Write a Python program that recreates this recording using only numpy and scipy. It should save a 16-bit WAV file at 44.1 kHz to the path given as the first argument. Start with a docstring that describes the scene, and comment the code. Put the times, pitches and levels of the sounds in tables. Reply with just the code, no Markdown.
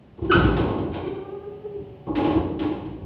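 """The big steel deck of a dock leveller booms and clangs as it lifts and swings out its lip.
The hinge catches and slips, so it grunts, squeals, scrapes and groans; then the lip clanks against
its stop, rebounds and judders. Every blow sets the deck ringing, and the loading bay echoes the hinge.
Behind it all, a hydraulic pump hums over the quiet yard."""
import sys
import numpy as np
from scipy import signal
from scipy.fft import rfft, irfft, next_fast_len
from scipy.io import wavfile

SR = 44100
rng = np.random.default_rng(int(sys.argv[2]) if len(sys.argv) > 2 else 0)


def pcm_store(signal):
    """Save signal as 16-bit PCM."""
    levels = np.round(np.clip(np.atleast_2d(signal), -1, 1) * 32767)
    wavfile.write(sys.argv[1], SR, levels.astype(np.int16).T)


N = 134505
T = np.arange(N) / SR
FFT_SIZE = next_fast_len(N)
HZ = np.fft.rfftfreq(FFT_SIZE, 1 / SR)


def amp(db):
    return 10 ** (np.asarray(db) / 20)


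def unit(x):
    return x / np.sqrt(np.mean(x ** 2) + 1e-20)


def look_up(table, hz):
    f, value = np.transpose(table)
    return np.interp(np.log(hz + 1), np.log(f + 1), value)


def add(mix, start_s, sound):
    part = mix[max(round(start_s * SR), 0):][:len(sound)]
    part += sound[:len(part)]


def rise(seconds):
    return np.clip(T / seconds, 0, 1)


def noise(colour, ripple=1):
    """Noise of size one; its colour says how strong the low and high pitches are."""
    white = rfft(rng.standard_normal(FFT_SIZE))
    return unit(irfft(white * ripple * amp(look_up(colour, HZ)), FFT_SIZE)[:N])


def drift(rate_hz):
    """Random wandering of size one, mostly slower than rate_hz."""
    hz = np.fft.rfftfreq(N, 1 / SR)
    return unit(irfft(rfft(rng.standard_normal(N)) / (1 + (hz / rate_hz) ** 4), N))


def die_away(x, fades):
    """Each pitch dies away at its own speed; a fade time is how long it takes to drop 60 dB."""
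    hz, t, bands = signal.stft(x, SR, nperseg=512)
    decay = amp(-60 * t / look_up(fades, hz)[:, None])
    return signal.istft(bands * decay, SR, nperseg=512)[1][:N]


def ring(notes, rise_s):
    """Steel rings at its own notes, which swell briefly and then fade."""
    t = T[:SR]
    tones = sum(amp(db - 60 * t / fade_s) * np.sin(2 * np.pi * (hz * t + rng.random()))
                for hz, db, fade_s in notes)
    return rise(rise_s)[:SR] * tones


# Colour of the yard's background: f/Hz, level/dB
YARD_COLOUR = [(25, -28.5), (40, -5.5), (62, 0.5), (130, 0), (350, -8), (520, -11.5), (800, -16.5),
               (1300, -26.5), (3000, -29.5), (4200, -39.5), (6000, -51.5), (15000, -66)]
def yard():
    """A faint, steady rumble."""
    return amp(-50.5) * noise(YARD_COLOUR)


PUMP_TONES = [(145, -58), (185, -60), (376, -55.5), (565, -58), (753, -64), (847, -69)]  # notes in the hum: f/Hz, level/dB
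OIL_COLOUR = [(30, -26), (110, -3), (250, -10.5), (420, -11), (620, -19.5), (800, -18), (1400, -35),
              (3000, -30), (4000, -46.5), (5500, -60.5), (9500, -74), (12500, -55), (15500, -66.5)]  # rush of the oil: f/Hz, level/dB
PUMP_EFFORT = [(0, -8.5), (.3, -14), (1.1, 3.5), (3.05, -0.5)]  # how the load turns both up or down: t/s, level/dB
def pump():
    """A wavering hum over the rush of flowing oil; both grow with the load."""
    load_db = np.interp(T, *np.transpose(PUMP_EFFORT))
    wavering_time = np.cumsum(1 + 0.0032 * drift(3.5)) / SR
    hum = sum(amp(db + 2.5 * drift(30)) * np.sin(2 * np.pi * (hz * wavering_time + rng.random()))
              for hz, db in PUMP_TONES)
    return amp(load_db) * (np.sqrt(2) * hum + amp(-51) * noise(OIL_COLOUR))


# How long the bay echoes: f/Hz, fade/s
BAY_FADES = [(100, 0.93), (400, 0.8), (1400, 1), (3000, 0.95), (8000, 0.51)]
def bay(x, direct_db, echo_db):
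    """The sound itself plus its blurred echo from deck, floor and roof."""
    tail = die_away(rng.standard_normal(N), BAY_FADES) * rise(0.0009)
    echo = signal.fftconvolve(x, tail / np.linalg.norm(tail))[:N]
    return amp(direct_db) * x + amp(echo_db) * echo


SCRAPE_BURSTS = [(0.908, 0.089, -41.5), (1.055, 0.031, -43), (1.127, 0.054, -49)]  # short, dry scrapes in the hinge: t/s, length/s, level/dB
SCRAPE_COLOUR = [(500, -13), (1500, -4), (2400, 3.5), (3000, -1.5), (3900, -8), (4600, -20.5),
                 (6500, -55.5), (12000, -69.5)]  # their colour: f/Hz, level/dB
PIN_NOTES = [(1480, 81, 13.5), (2333, 210, 3.5), (3145, 40, 12), (3694, 140, 7.5)]  # where the pin rings: f/Hz, width/Hz, level/dB
def scrapes(slips_per_s=390):
    """Bursts of tiny slips set the hinge pin ringing."""
    force = sum(amp(db) * np.sin(np.pi * np.clip((T - start) / length, 0, 1))
                for start, length, db in SCRAPE_BURSTS)
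    slips = rng.standard_normal(N) * (rng.random(N) < slips_per_s / SR)
    hz = np.fft.rfftfreq(N, 1 / SR)
    pin = 1 + sum(amp(db) / (1 + 2j * (hz - f) / width) for f, width, db in PIN_NOTES)
    colour = unit(amp(look_up(SCRAPE_COLOUR, hz)))
    scraping = irfft(rfft(force * unit(slips)) * pin * colour, N)
    return bay(scraping, direct_db=-8.5, echo_db=-8.5)


def stick_slip(path, harmonics_db, jitter, jitter_hz, flutter_db, overtone_gain=1, jerks=()):
    """The pin catches and slips fast enough to make a tone; jitter shakes its pitch, flutter its level."""
    times, hz, db = np.transpose(path)
    pitch = np.interp(T, times, hz) * (1 + jitter * drift(jitter_hz))
    phase = 2 * np.pi * np.cumsum(pitch) / SR
    tone = sum(amp(harmonic_db) * (overtone_gain if k else 1) * np.sin((k + 1) * phase)
               for k, harmonic_db in enumerate(harmonics_db))
    # Each jerk swells only the lowest note, for about 30 ms.
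    swells = sum(amp(jerk_db) * np.exp(-((T - at) / 0.015) ** 2) for at, jerk_db in jerks)
    flutter = amp(flutter_db * drift(jitter_hz))
    inside_s = np.minimum(T - times[0], times[-1] - T)
    soft_ends = np.sin(np.pi / 2 * np.clip(inside_s / 0.003, 0, 1)) ** 2
    level = amp(np.interp(T, times, db))
    return np.sqrt(2) * flutter * soft_ends * (level * tone + swells * np.sin(phase))


JUDDER_PATH = [(2.07, 328, -38), (2.2, 312, -32), (2.5, 305, -46.5), (2.68, 299.5, -39), (2.92, 304.7, -55)]  # tone of the shaking lip: t/s, f/Hz, level/dB
JOLTS = [(2.10, -26), (2.184, -18), (2.255, -21.5), (2.32, -26), (2.365, -18.5), (2.62, -26.5),
         (2.663, -25), (2.715, -29), (2.875, -35)]  # jolts that swell it: t/s, level/dB
def judder():
    """The lip shakes against its stop."""
    return stick_slip(JUDDER_PATH, [0], jitter=0.04, jitter_hz=59, flutter_db=2, jerks=JOLTS)


GROAN_PATH = [(.93, 335, -47), (.98, 344.7, -39), (1.09, 377.7, -40.5), (1.3, 394.2, -44),
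              (1.47, 410, -46.5), (1.66, 416.8, -44), (1.775, 400.7, -47.5), (1.80, 300, -41.5),
              (1.85, 285, -50.5)]  # tone of the turning hinge: t/s, f/Hz, level/dB
GROAN_HARMONICS = [-2, -6, -12, -22]  # notes at 1, 2, 3 and 4 times its pitch: level/dB
LIP_JERKS = [(1.04, -28), (1.083, -23.5), (1.18, -29), (1.25, -36), (1.297, -30), (1.38, -36), (1.473, -34),
             (1.525, -39), (1.66, -30.5), (1.715, -35.5), (1.762, -27)]  # jerks that swell it: t/s, level/dB
def groan(runs_free_s=1.453, dull_db=-13):
    """The hinge groans as the lip swings out, and sounds duller once it runs freely."""
    freedom = np.clip((T - runs_free_s) / 0.046, 0, 1)
    overtone_gain = amp(dull_db * freedom + 3.5 * drift(60))
    return stick_slip(GROAN_PATH, GROAN_HARMONICS, jitter=0.02, jitter_hz=60, flutter_db=1,
                      overtone_gain=overtone_gain, jerks=LIP_JERKS)


# Low, rough tone of the hinge: t/s, f/Hz, level/dB
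GRUNT_PATH = [(.214, 330, -31.5), (.222, 328, -30.5), (.265, 320.9, -35.5), (.290, 394, -29),
              (.307, 341, -19.5), (.325, 367.8, -36), (.365, 342.7, -23), (.39, 372, -48)]
def grunt():
    """The hinge grunts under the first load."""
    return stick_slip(GRUNT_PATH, [0, -22], jitter=0.079, jitter_hz=74, flutter_db=4)


SQUEAL_PATH = [(.294, 1541, -41), (.304, 1514, -31.5), (.314, 1459, -21), (.320, 1282, -16),
               (.329, 1269, -11.5), (.337, 1456, -23.5), (.349, 1463, -19), (.365, 1500, -30.5)]  # high tone of the hinge: t/s, f/Hz, level/dB
SQUEAL_HARMONICS = [0, -13, -34]  # notes at 1, 2 and 3 times its pitch: level/dB
def squeal():
    """The hinge squeals as it breaks free."""
    return stick_slip(SQUEAL_PATH, SQUEAL_HARMONICS, jitter=0.02033, jitter_hz=249, flutter_db=2.5)


# The lip's own notes: f/Hz, level/dB, fade/s
LIP_NOTES = [(1274, -22.5, 0.59), (1392, -22, 0.56), (1450, -22.5, 0.45), (1511, -28, 0.81),
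             (2923, -26.5, 0.46), (3040, -25, .36)]
def hinge():
    """The hinge's tones echo in the bay, and the squeal leaves the lip ringing."""
    squealing = squeal()
    lip = np.zeros(N)
    add(lip, start_s=0.305, sound=ring(LIP_NOTES, rise_s=0.02))
    grunting = grunt()
    swinging = groan() + judder()
    return (lip + bay(squealing, direct_db=-2, echo_db=-6.5)
            + bay(grunting, direct_db=-3, echo_db=-6)
            + bay(swinging, direct_db=-1, echo_db=-7))


# Colours of the four parts of a blow: f/Hz, level/dB
BOOM_COLOUR = [(20, -45), (42, -17.5), (57, 2), (75, -2), (90, 3.5), (130, -3), (200, -4.5), (280, -15.5),
               (500, -47.5), (1200, -89)]  # the whole deck
CLANG_COLOUR = [(100, -25), (250, -10), (310, 2), (360, -3), (480, -8.5), (650, -16), (850, -13),
                (1100, -18.5), (1300, -31), (2000, -52), (5000, -78)]  # the plate
CLASH_COLOUR = [(300, -19), (900, 1), (1500, 3), (2000, 1.5), (3000, 4.5), (3900, -4.5), (4400, -15),
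                (5500, -27), (7000, -53), (10000, -58)]  # the edges
SIZZLE_COLOUR = [(2000, -26.5), (5000, 0.5), (7000, -1.5), (10000, -8.5), (12500, -4.5), (14000, -5.5),
                 (15500, -19)]  # hard contact
STEEL_FADES = [(60, 1.09), (300, 1.43), (800, 1.02), (1500, 0.79), (3000, 0.67), (5000, 0.7), (12000, 0.37)]  # how long the steel rings: f/Hz, fade/s
DECK_NOTES = [(57.5, -20.5, 0.33), (90.8, -5, 0.91), (157.5, -14.5, 1.3), (226.2, -12.5, 0.97),
              (312.7, 3, 0.42), (482, -11.5, 0.35), (564.4, -9.5, 0.9), (636.5, -15, 0.62),
              (825.4, -6.5, 0.71), (852, -9, 0.55), (1077, -10.5, 0.86), (1111.5, -9.5, 0.5)]  # the deck's strongest notes: f/Hz, level/dB, fade/s
def blow(start_s, ripple, boom_db, clang_db, clash_db, sizzle_db, lip_out_s=1.9):
    """Struck steel rings at so many notes that they blur into noise; only the strongest stand out."""
    boom = amp(boom_db) * rise(0.01) * noise(BOOM_COLOUR)
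    clang = amp(clang_db) * rise(0.021) * noise(CLANG_COLOUR)
    clash = amp(clash_db) * rise(0.004) * noise(CLASH_COLOUR, ripple)
    sizzle = amp(sizzle_db) * rise(0.023) * noise(SIZZLE_COLOUR, ripple)
    sound = die_away(boom + clang + clash + sizzle, STEEL_FADES)
    notes_db = -9 if start_s < lip_out_s else -1.5  # quieter until the lip is out
    add(sound, 0, amp(clang_db + notes_db) * ring(DECK_NOTES, rise_s=0.021))
    return sound


# Blows on the steel: t/s, then level/dB of the boom, clang, clash and sizzle
DECK_BLOWS = [(.172, -49.5, -40, -65, -100), (0.215, -27, -36.5, -60, -100),
              (0.244, -55, -42.5, -52.5, -100), (.312, -39.5, -24.5, -30.5, -74.5),
              (.346, -16.5, -19.5, -36.5, -94), (.440, -23, -23.5, -37.5, -74.5),
              (.564, -29, -21.5, -35, -67.5), (.680, -34, -24, -45, -100),
              (.780, -28.5, -32.5, -48.5, -100), (.938, -45, -28, -45, -87.5),
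              (1.753, -42, -64.5, -76, -100), (2.065, -32, -29, -60, -100),
              (2.151, -48.5, -31, -34.5, -64.5), (2.173, -44, -23.5, -49.5, -69.5),
              (2.240, -29, -23.5, -37.5, -70), (2.305, -35.5, -30, -40.5, -73.5),
              (2.349, -28.5, -26, -52, -100.5), (2.590, -34, -32, -38.5, -72.5),
              (2.622, -38.5, -29.5, -45, -72), (2.715, -42, -35.5, -50, -78.5),
              (2.851, -36, -50, -54.5, -100), (3.000, -35.5, -49, -86, -100)]
def deck(ripple_db=3, ripple_step_hz=12):
    """The deck booms as it lifts, then the lip clanks against its stop and rebounds."""
    # The plate favours the same narrow pitches at every blow.
    ripple = amp(ripple_db * np.interp(HZ / ripple_step_hz, np.arange(SR), rng.standard_normal(SR)))
    steel = np.zeros(N)
    for start_s, *levels in DECK_BLOWS:
        add(steel, start_s, blow(start_s, ripple, *levels))
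    return steel


def scene():
    """Deck, hinge and pump over the quiet yard, in one channel."""
    return (deck() + hinge() + scrapes() + pump() + yard())[None]


def record(dry, low_cut_hz=48, high_cut_hz=15500):
    """Trims away the deepest rumble and the highest hiss."""
    lean = signal.sosfilt(signal.butter(4, low_cut_hz, "high", fs=SR, output="sos"), dry)
    high_cut = signal.firwin(511, high_cut_hz, window=("kaiser", 9), fs=SR)
    return signal.oaconvolve(lean, high_cut[None], "same")


dry = scene()
out = record(dry)
pcm_store(out)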